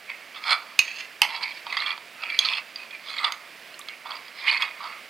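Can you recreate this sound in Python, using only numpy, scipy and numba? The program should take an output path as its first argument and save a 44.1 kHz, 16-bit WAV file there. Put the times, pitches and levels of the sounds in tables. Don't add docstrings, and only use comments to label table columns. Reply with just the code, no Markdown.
import sys
import numpy as np
from scipy import signal
from scipy.fft import rfft, irfft, next_fast_len
from scipy.io import wavfile
from numba import njit

SR = 44100
rng = np.random.default_rng(int(sys.argv[2]) if len(sys.argv) > 2 else 0)


def dump_mix(stems):
    frames = np.atleast_2d(stems).T
    limited = np.clip(frames, -1, 1)
    pcm = np.round(limited * 32767).astype(np.int16)
    wavfile.write(sys.argv[1], SR, pcm)


def decibels_to_gain(level_db):
    exponent = np.asarray(level_db, float) / 20
    return 10 ** exponent


N = 224763

# f/Hz, level/dB, t60/s
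BASE = [(940, -76, 0.075), (960, -10, 0.034), (1132, -16, 0.028), (1250, -12, 0.035), (593, 2, 0.0059)]
SPOON = [(2740, -15, 0.009), (3330, 5.5, 0.045), (3626, 5, 0.017), (4185, 6.5, 0.011), (4440, -4.5, 0.031),
         (4747, 7, 0.019), (4970, -12, 0.032)]
RIM = [(6490, -9, 0.025), (8070, -22, 0.015), (11800, -33, 0.015)]
WALL = [(1850, -41.5, 0.0074), (2080, -29.5, 0.093), (2380, -26, 0.06), (2544, -24.5, 0.049)]


def rms_one(x):
    return x / np.sqrt(np.mean(x ** 2) + 1e-20)


def at_hz(points, hz):
    points_hz, values = np.transpose(points)
    return np.interp(np.log(hz), np.log(points_hz), values)


def in_time(rows):
    s, *columns = np.transpose(rows)
    return [np.interp(np.arange(N) / SR, s, column) for column in columns]


def drift(rate_hz):
    knots = rng.standard_normal(1200)
    return np.interp(np.arange(N) * rate_hz / SR, np.arange(1200), knots)


def band(x, low_hz, high_hz):
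    sos = signal.butter(3, [low_hz, high_hz], "band", fs=SR, output="sos")
    return signal.sosfilt(sos, x)


@njit
def glide(force, turn, r):
    out, state = np.zeros(len(force)), 0j
    for i in range(len(force)):
        state = state * r * turn[i] + force[i]
        out[i] = state.imag
    return out


def ring(force, hz, t60_s):
    turn = np.exp(2j * np.pi * hz / SR) * np.ones(len(force))
    return glide(force, turn, float(decibels_to_gain(-60 / (max(t60_s, 0.002) * SR))))


def scrape():
    # t/s, wall f/Hz, base f/Hz
    contact = [(0.1, 2230, 1090), (0.52, 2240, 1293), (0.8, 2470, 1110), (1.02, 2750, 1100),
               (1.23, 2190, 920), (1.53, 2320, 990), (1.7, 2400, 1100), (1.77, 2080, 1180),
               (1.92, 2340, 1190), (2.22, 2600, 1360), (2.31, 2310, 1350), (2.45, 2380, 1040),
               (2.58, 2680, 1100), (2.95, 2380, 1100), (3.22, 2100, 1225), (4.1, 2250, 1115),
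               (4.5, 2210, 1100), (4.85, 2210, 1185)]
    # t/s, level/dB
    rim_song = [(0.81, -58), (0.84, -52), (0.972, -57), (0.994, -48.5), (1.08, -73)]
    # t/s, f/Hz, level/dB
    squeak = [(3.09, 6100, -75), (3.13, 6650, -57), (3.165, 7540, -58), (3.19, 7950, -59),
              (3.24, 8640, -53), (3.27, 8800, -78)]
    spoon_free_hz, spoon_sag_hz_per_db = 4563, 13
    base_db, wall_db, spoon_db = pressure()
    wall_hz, base_hz = in_time(contact)
    spoon_hz = spoon_free_hz - spoon_sag_hz_per_db * np.maximum(spoon_db + 45.5, 0)
    grit_db = -56 + 1.51 * (spoon_db + 29)

    clumps_db = 2.8 * drift(90) + 1.0 * drift(35)
    force = slips(900, spread_db=3.5) * decibels_to_gain(clumps_db)
    wall = rms_one(ring(force, wall_hz, 0.018)) + 0.63 * rubbed(WALL, force, detune=0.034)
    spoon = 0.5 * rms_one(ring(force, spoon_hz, 0.022)) + rubbed(SPOON, force, detune=0.043)
    wet = force + rng.standard_normal(N)
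    base = rms_one(ring(wet, base_hz, 0.014)) + 0.8 * rubbed(BASE, wet, detune=0.019)
    grit = rms_one(band(force, 5300, 10500)) + 0.4 * rubbed(RIM, force, detune=0.004)

    out = decibels_to_gain(wall_db - 4.0) * band(wall, 1654, 3300)
    out += decibels_to_gain(base_db - 4.5) * band(base, 787, 1590)
    out += decibels_to_gain(spoon_db - 7.0) * band(spoon, 1790, 4870)
    out += decibels_to_gain(grit_db) * band(grit, 5300, 13000)

    song_db, = in_time([(0.8, -99), *rim_song, (1.1, -99)])
    song = rms_one(ring(force, RIM[0][0], 0.017))
    out += decibels_to_gain(song_db) * band(song, 4400, 7700)
    squeak_hz, squeak_db = in_time(squeak)
    squeal = rms_one(ring(force, squeak_hz, 0.013))
    return out + decibels_to_gain(squeak_db) * band(squeal, 5900, 10000)


def pressure():
    # full pressure t/s, hold/s, pressure/dB, base re wall/dB, spoon re wall/dB
    sweeps = [
        (0.5052, 0.024, -26.5, 4, 4),
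        (1.728, 0.18, -29.5, -6, -2.5),
        (2.29, 0.042, -33, -12, -9),
        (2.355, 0.032, -34.5, -18, 0),
        (3.09, 0.058, -38, -4.5, 6.5),
        (3.235, 0.039, -28, 1, 0),
        (2.2, .01, -45, 2, -6),
        (4.47, 0.086, -24.5, -10.5, -4),
        (4.39, 0.047, -42.5, -7.5, 4.5),
        (4.84, 0.029, -40.5, 5.5, 2),
    ]
    skids = [(.096, 0.0082, -28, -17, -15), (.345, 0.036, -43, 0, 1), (.8, 0.004, -26.5, -17, -9),
             (.84, 0.12, -38, -18, 0.5), (.98, 0.038, -35.5, -16, 0.5), (1.23, .01, -26.5, -2, -1),
             (1.29, 0.15, -38.5, -1, 2.5), (1.425, 0.0087, -27, -11, 0), (1.48, 0.093, -43.5, -17, 0),
             (1.665, .04, -47.5, 5.5, 8.5), (2.225, 0.02, -30, -6, -17), (2.4, .17, -30, -9.5, 0),
             (2.76, 0.092, -45.5, -6.5, -1), (2.93, 0.023, -39.5, -16, -14), (3.02, .04, -52, -8, 4),
             (3.15, 0.047, -36.5, -11, 2.5), (3.89, 0.027, -39.5, -26, -19), (4.055, 0.069, -43, 6.5, -0.5),
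             (4.15, 0.013, -42, 1, 0), (4.22, .08, -48.5, -9, 0), (4.6, .04, -26.5, -5, -2.5),
             (4.81, 0.052, -53, 16.5, -7), (4.9, 0.1, -45, -7, -7.5)]
    lift_db_per_s = [
        [266],
        [255],
        [403],
    ]
    lean_db_per_s, land_db_per_s = 276, 1502
    slosh_db, slosh_db_per_s = -12.5, 85
    t = np.arange(0, N + 32, 32) / SR
    power = 1e-9
    for rows, rise_db_per_s in ((sweeps, lean_db_per_s), (skids, land_db_per_s)):
        for s, hold_s, db, base_db, spoon_db in rows:
            after_s = np.maximum(t - s - hold_s, 0)
            lift_db = -np.array(lift_db_per_s) * after_s
            fall_db = np.maximum(lift_db, slosh_db - slosh_db_per_s * after_s)
            shape_db = db - rise_db_per_s * np.maximum(s - t, 0) + fall_db
            power = power + decibels_to_gain(2 * (shape_db + np.array([[base_db], [0], [spoon_db]])))
    return [np.interp(np.arange(N) / SR, t, 10 * np.log10(p)) for p in power]


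def slips(per_s, spread_db):
    sizes = decibels_to_gain(spread_db * np.minimum(rng.exponential(1, N), 4)) * rng.choice([-1, 1], N)
    born = rng.random(N) < per_s / SR
    return rms_one(sizes * born) + 0.5 * rng.standard_normal(N)


def rubbed(modes, force, detune):
    out = 0
    for hz, db, t60_s in modes:
        favour = decibels_to_gain(db + 4 * drift(45))
        moving_hz = hz * (1 + detune * drift(8.8))
        out = out + ring(force * favour, moving_hz, t60_s) / np.sqrt(t60_s)
    return rms_one(out)


def catches():
    # t/s, peak level/dB, strongest f/Hz, length/s
    grips = [(0.357, -33, 3530, 0.02), (0.478, -22, 2280, 0.011), (0.491, -20.5, 4240, 0.0063),
             (0.508, -16, 4630, 0.0031), (1.247, -22, 2080, 0.002), (1.36, -26.5, 4660, 0.0088),
             (1.427, -19.5, 4490, 0.014), (1.452, -23.5, 2160, 0.0086), (1.7, -28, 2560, 0.0049),
             (1.725, -16.5, 2060, 0.0018), (1.767, -12.5, 2040, 0.0073), (1.8, -20, 4070, 0.0076),
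             (1.86, -20, 3400, 0.012), (1.905, -23, 3440, 0.0031), (2.298, -20.5, 2320, 0.0084),
             (1.232, -24, 3030, 0.0044), (2.447, -14.5, 4360, 0.016), (2.534, -18, 3500, 0.003),
             (2.553, -23, 2770, .002), (2.947, -31.5, 2340, .0098), (3.142, -32, 2240, 0.0053),
             (3.187, -20, 2080, 0.0068), (3.242, -14.5, 3510, 0.0096), (4.105, -28.5, 4440, 0.0071),
             (4.116, -27.5, 3330, 0.0057), (4.519, -18, 2330, 0.017), (4.462, -22, 2180, 0.01),
             (4.48, -18.5, 3010, 0.02), (4.536, -22, 2380, 0.0028), (4.57, -22, 4400, .0078)]
    # t/s, peak level/dB, strongest f/Hz, base re peak/dB
    nudges = [(.529, -23, 4740, 2), (0.969, -30.5, 2720, -16), (1.817, -25, 3400, -14),
              (1.925, -26.5, 2380, 5), (2.907, -34, 2420, -8), (3.083, -30, 3360, -19),
              (3.102, -33, 2270, -12), (3.166, -31, 2320, -18), (4.055, -35, 2050, 16),
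              (4.153, -31.5, 4800, 7), (4.166, -34, 4800, 4), (4.28, -35.5, 4900, -6),
              (4.409, -33, 2420, -12), (4.812, -36.5, 2350, 20), (4.84, -30.5, 4750, 9)]
    bright_db, nudge_s = -30, 0.005

    def judder(t, noise, length_s):
        return noise * t / length_s * np.exp(-3 * t / length_s), 0.016

    base_db, wall_db, _ = pressure()
    share_db = base_db - wall_db + 4
    rows = [(s, db, hz, share_db[round(s * SR)], bright_db, length_s) for s, db, hz, length_s in grips]
    rows += [(*row, bright_db, nudge_s) for row in nudges]
    return struck(rows, judder, others_db=-18.5, base_db_up=-10.5, bright_db_up=3.0)


def knocks():
    # t/s, peak level/dB, strongest f/Hz, base re peak/dB, brightness re peak/dB
    blows = [(0.1, -28.5, 2170, -4, -55), (0.439, -22.5, 2260, -36, -33), (1.521, -30.5, 2420, -25, -28),
             (1.667, -31, 3140, 14, -35), (1.978, -36.5, 1850, 19, -22), (2.236, -23, 2380, 11, -42),
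             (2.487, -19.5, 3330, -4, -55), (2.759, -31, 3330, -20, -29), (3.322, -20, 3100, 5, -11),
             (2.221, -34, 2600, -14, -45), (3.886, -25.5, 3150, 4, -21), (4.622, -15, 2740, -12, -20),
             (4.44, -31, 2150, 0, -20)]
    t60_s = 0.0074

    def blow(t, noise, decay_s):
        return (t == 0) + 0.16 * noise * np.exp(-t / 0.0016), decay_s

    rows = [(*row, t60_s) for row in blows]
    return struck(rows, blow, others_db=-14.5, base_db_up=-9.5, bright_db_up=4.5)


def struck(rows, contact, others_db, base_db_up, bright_db_up):
    size = 4096
    out, t = np.zeros(N + size), np.arange(size) / SR
    luck = rng.standard_normal((len(rows), 20))
    rough = rng.standard_normal((len(rows), size))
    base_from = len(WALL + SPOON)
    rim_from = base_from + len(BASE)
    for (s, db, hz, base_db, bright_db, last_s), draws, noise in zip(rows, luck, rough):
        push, t60_s = contact(t, noise, last_s)
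        body = ring(push, hz, t60_s)
        peak = np.abs(body).max()
        body = body / peak
        push = push / peak
        rings = []
        for (f, level_db, ring_s), draw in zip(WALL + SPOON + BASE + RIM, draws):
            rings.append(decibels_to_gain(level_db + 3.4 * draw) * ring(push, f, ring_s))
        others = sum(rings[:base_from])
        base = sum(rings[base_from:rim_from])
        crack = sum(rings[rim_from:]) + 3.0 * push
        hit = band(body + decibels_to_gain(others_db) * others + 0.55 * push, 1840, 4750)
        hit += decibels_to_gain(base_db + base_db_up) * band(base, 748, 1630)
        hit += decibels_to_gain(bright_db + bright_db_up) * band(crack, 5500, 16000)
        at = round(s * SR)
        out[at:at + size] += decibels_to_gain(db) * hit
    return out[:N]


def clinks():
    # t/s, peak level/dB, crack/dB, thud/dB
    hits = [
        (0.7905, -3, -8, -42),
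        (1.2181, 2, -14, -33.5),
        (2.3897, -8, -30, -60),
    ]
    # f/Hz, level/dB, t60/s
    hit_modes = [
        [(2525, 0, 0.029), (2680, -10, 0.027), (2855, -8.5, 0.047), (3760, -4.5, 0.012), (4190, -21, 0.062),
         (4440, -3.5, 0.02), (5320, -9, 0.015), (6430, -9, 0.037), (10600, -50, 0.026)],
        [(878, -16, 0.03), (1880, -11, 0.015), (1120, -20, 0.016), (2350, -36, 0.03), (2615, 0, 0.014),
         (3067, 2.5, 0.013), (4800, -3, 0.009), (8200, -19, 0.0045)],
        [(1920, -26, 0.012), (2750, -12, 0.026), (3330, 3, 0.026), (4100, -5, 0.019), (4660, -2, 0.021),
         (6440, -14, .035), (11170, -25, 0.025)],
    ]
    out, t = np.zeros(N), np.arange(8192) / SR
    click = 1.0 * (t == 0)
    for (s, db, crack_db, thud_db), modes in zip(hits, hit_modes):
        push = click + 0.08 * rng.standard_normal(len(t)) * np.exp(-t / 0.002)
        tones = 0
        for k, (hz, level_db, t60_s) in enumerate(modes):
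            tones = tones + (-1) ** k * decibels_to_gain(level_db) * ring(push, hz, t60_s)
        hit = band(tones, 650, 17000)
        hit *= 1 - np.exp(-t / 0.0004)
        crack = rng.standard_normal(len(t)) * np.exp(-t / 0.0017)
        hit += decibels_to_gain(crack_db) * band(crack, 5000, 13500)
        blur = rng.standard_normal(len(t)) * np.exp(-t / 0.0023)
        hit += decibels_to_gain(-5.5) * band(blur, 770, 6300)
        thud = ring(click, 216, 0.012) + decibels_to_gain(-19) * ring(click, 56, 0.035)
        hit += decibels_to_gain(thud_db) * thud
        at = round(s * SR)
        out[at:at + len(t)] += decibels_to_gain(db - 2.5) * hit
    return out


def drops():
    # t/s, peak level/dB, start f/Hz, end f/Hz, t60/s
    bubbles = [
        (3.741, -38.5, 2500, 3350, 0.022),
        (3.742, -37.5, 4200, 4400, 0.017),
        (3.794, -41.5, 1160, 1180, 0.048),
        (3.813, -35.5, 3050, 4400, 0.019),
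        (.345, -45, 2900, 3900, 0.061),
        (3.792, -29, 4000, 13200, 0.0094),
        (4.478, -23.5, 2500, 3900, 0.039),
        (4.493, -18.5, 3940, 4130, 0.017),
        (4.512, -20.5, 4300, 4700, 0.031),
        (3.183, -21, 3060, 4600, 0.019),
    ]
    out, t = np.zeros(N), np.arange(4096) / SR
    for s, db, start_hz, end_hz, t60_s in bubbles:
        hz = end_hz + (start_hz - end_hz) * np.exp(-t / (0.18 * t60_s))
        shape = (1 - np.exp(-t / 0.00096)) * decibels_to_gain(-60 * t / t60_s)
        at = round(s * SR)
        out[at:at + len(t)] += decibels_to_gain(db + 7) * shape * np.sin(2 * np.pi * np.cumsum(hz) / SR)
    return out


def kitchen(x):
    # f/Hz, t60/s
    decay = [(200, 1), (1000, 0.3), (3000, 0.22), (8000, 0.21), (16000, 0.33)]
    t, tail = np.arange(SR // 2) / SR, 0
    edges_hz = 150 * 2 ** np.arange(0, 7, 0.5)
    for low_hz, high_hz in zip(edges_hz, edges_hz[1:]):
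        sos = signal.butter(2, [low_hz, high_hz], "band", fs=SR, output="sos")
        echoes = signal.sosfilt(sos, rng.standard_normal(len(t)))
        tail = tail + echoes * decibels_to_gain(-60 * t / at_hz(decay, np.sqrt(low_hz * high_hz)))
    tail = tail * np.clip((t - 0.004) / 0.0023, 0, 1)
    return signal.fftconvolve(x, tail / np.sqrt(np.sum(tail ** 2)))[:N]


def hush():
    # f/Hz, density level/dB per Hz
    spectrum = [(24, -64), (40, -38), (81, -25), (228, -10), (427, -9.5), (673, -3), (802, -9), (1200, -6),
                (1430, -5), (2250, 0.5), (3920, -11), (4800, -11), (6020, -18.5), (14900, -24), (16500, -5)]
    level_db = -43
    flutter = decibels_to_gain(0.6 * drift(6))
    size = next_fast_len(N)
    hz = np.maximum(np.arange(size // 2 + 1) * SR / size, 1)
    shaped = rfft(rng.standard_normal(size)) * decibels_to_gain(at_hz(spectrum, hz))
    return decibels_to_gain(level_db) * flutter * rms_one(irfft(shaped, size)[:N])


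def scene():
    kitchen_db = -13
    bowl = scrape() + knocks() + clinks() + catches() + drops()
    heard = bowl + decibels_to_gain(kitchen_db) * kitchen(bowl) + hush()
    return np.array([heard, heard])


def low_pass(x):
    return signal.sosfilt(signal.butter(12, 16650, fs=SR, output="sos"), x)


def record(dry):
    ceiling, left_re_right_db, cutoff_hz = 0.61, -5.5, 16700
    clipped = dry / (1 + np.abs(dry / ceiling) ** 6) ** (1 / 6)
    low = signal.butter(2, 500, fs=SR, output="sos")
    clipped = clipped - 0.8 * signal.sosfiltfilt(low, clipped - dry)
    panned = clipped * decibels_to_gain(np.array([[left_re_right_db / 2], [-left_re_right_db / 2]]))
    top = signal.cheby2(10, 60, cutoff_hz, fs=SR, output="sos")
    return low_pass(signal.sosfilt(top, panned))


dry = scene()
out = record(dry)
dump_mix(out)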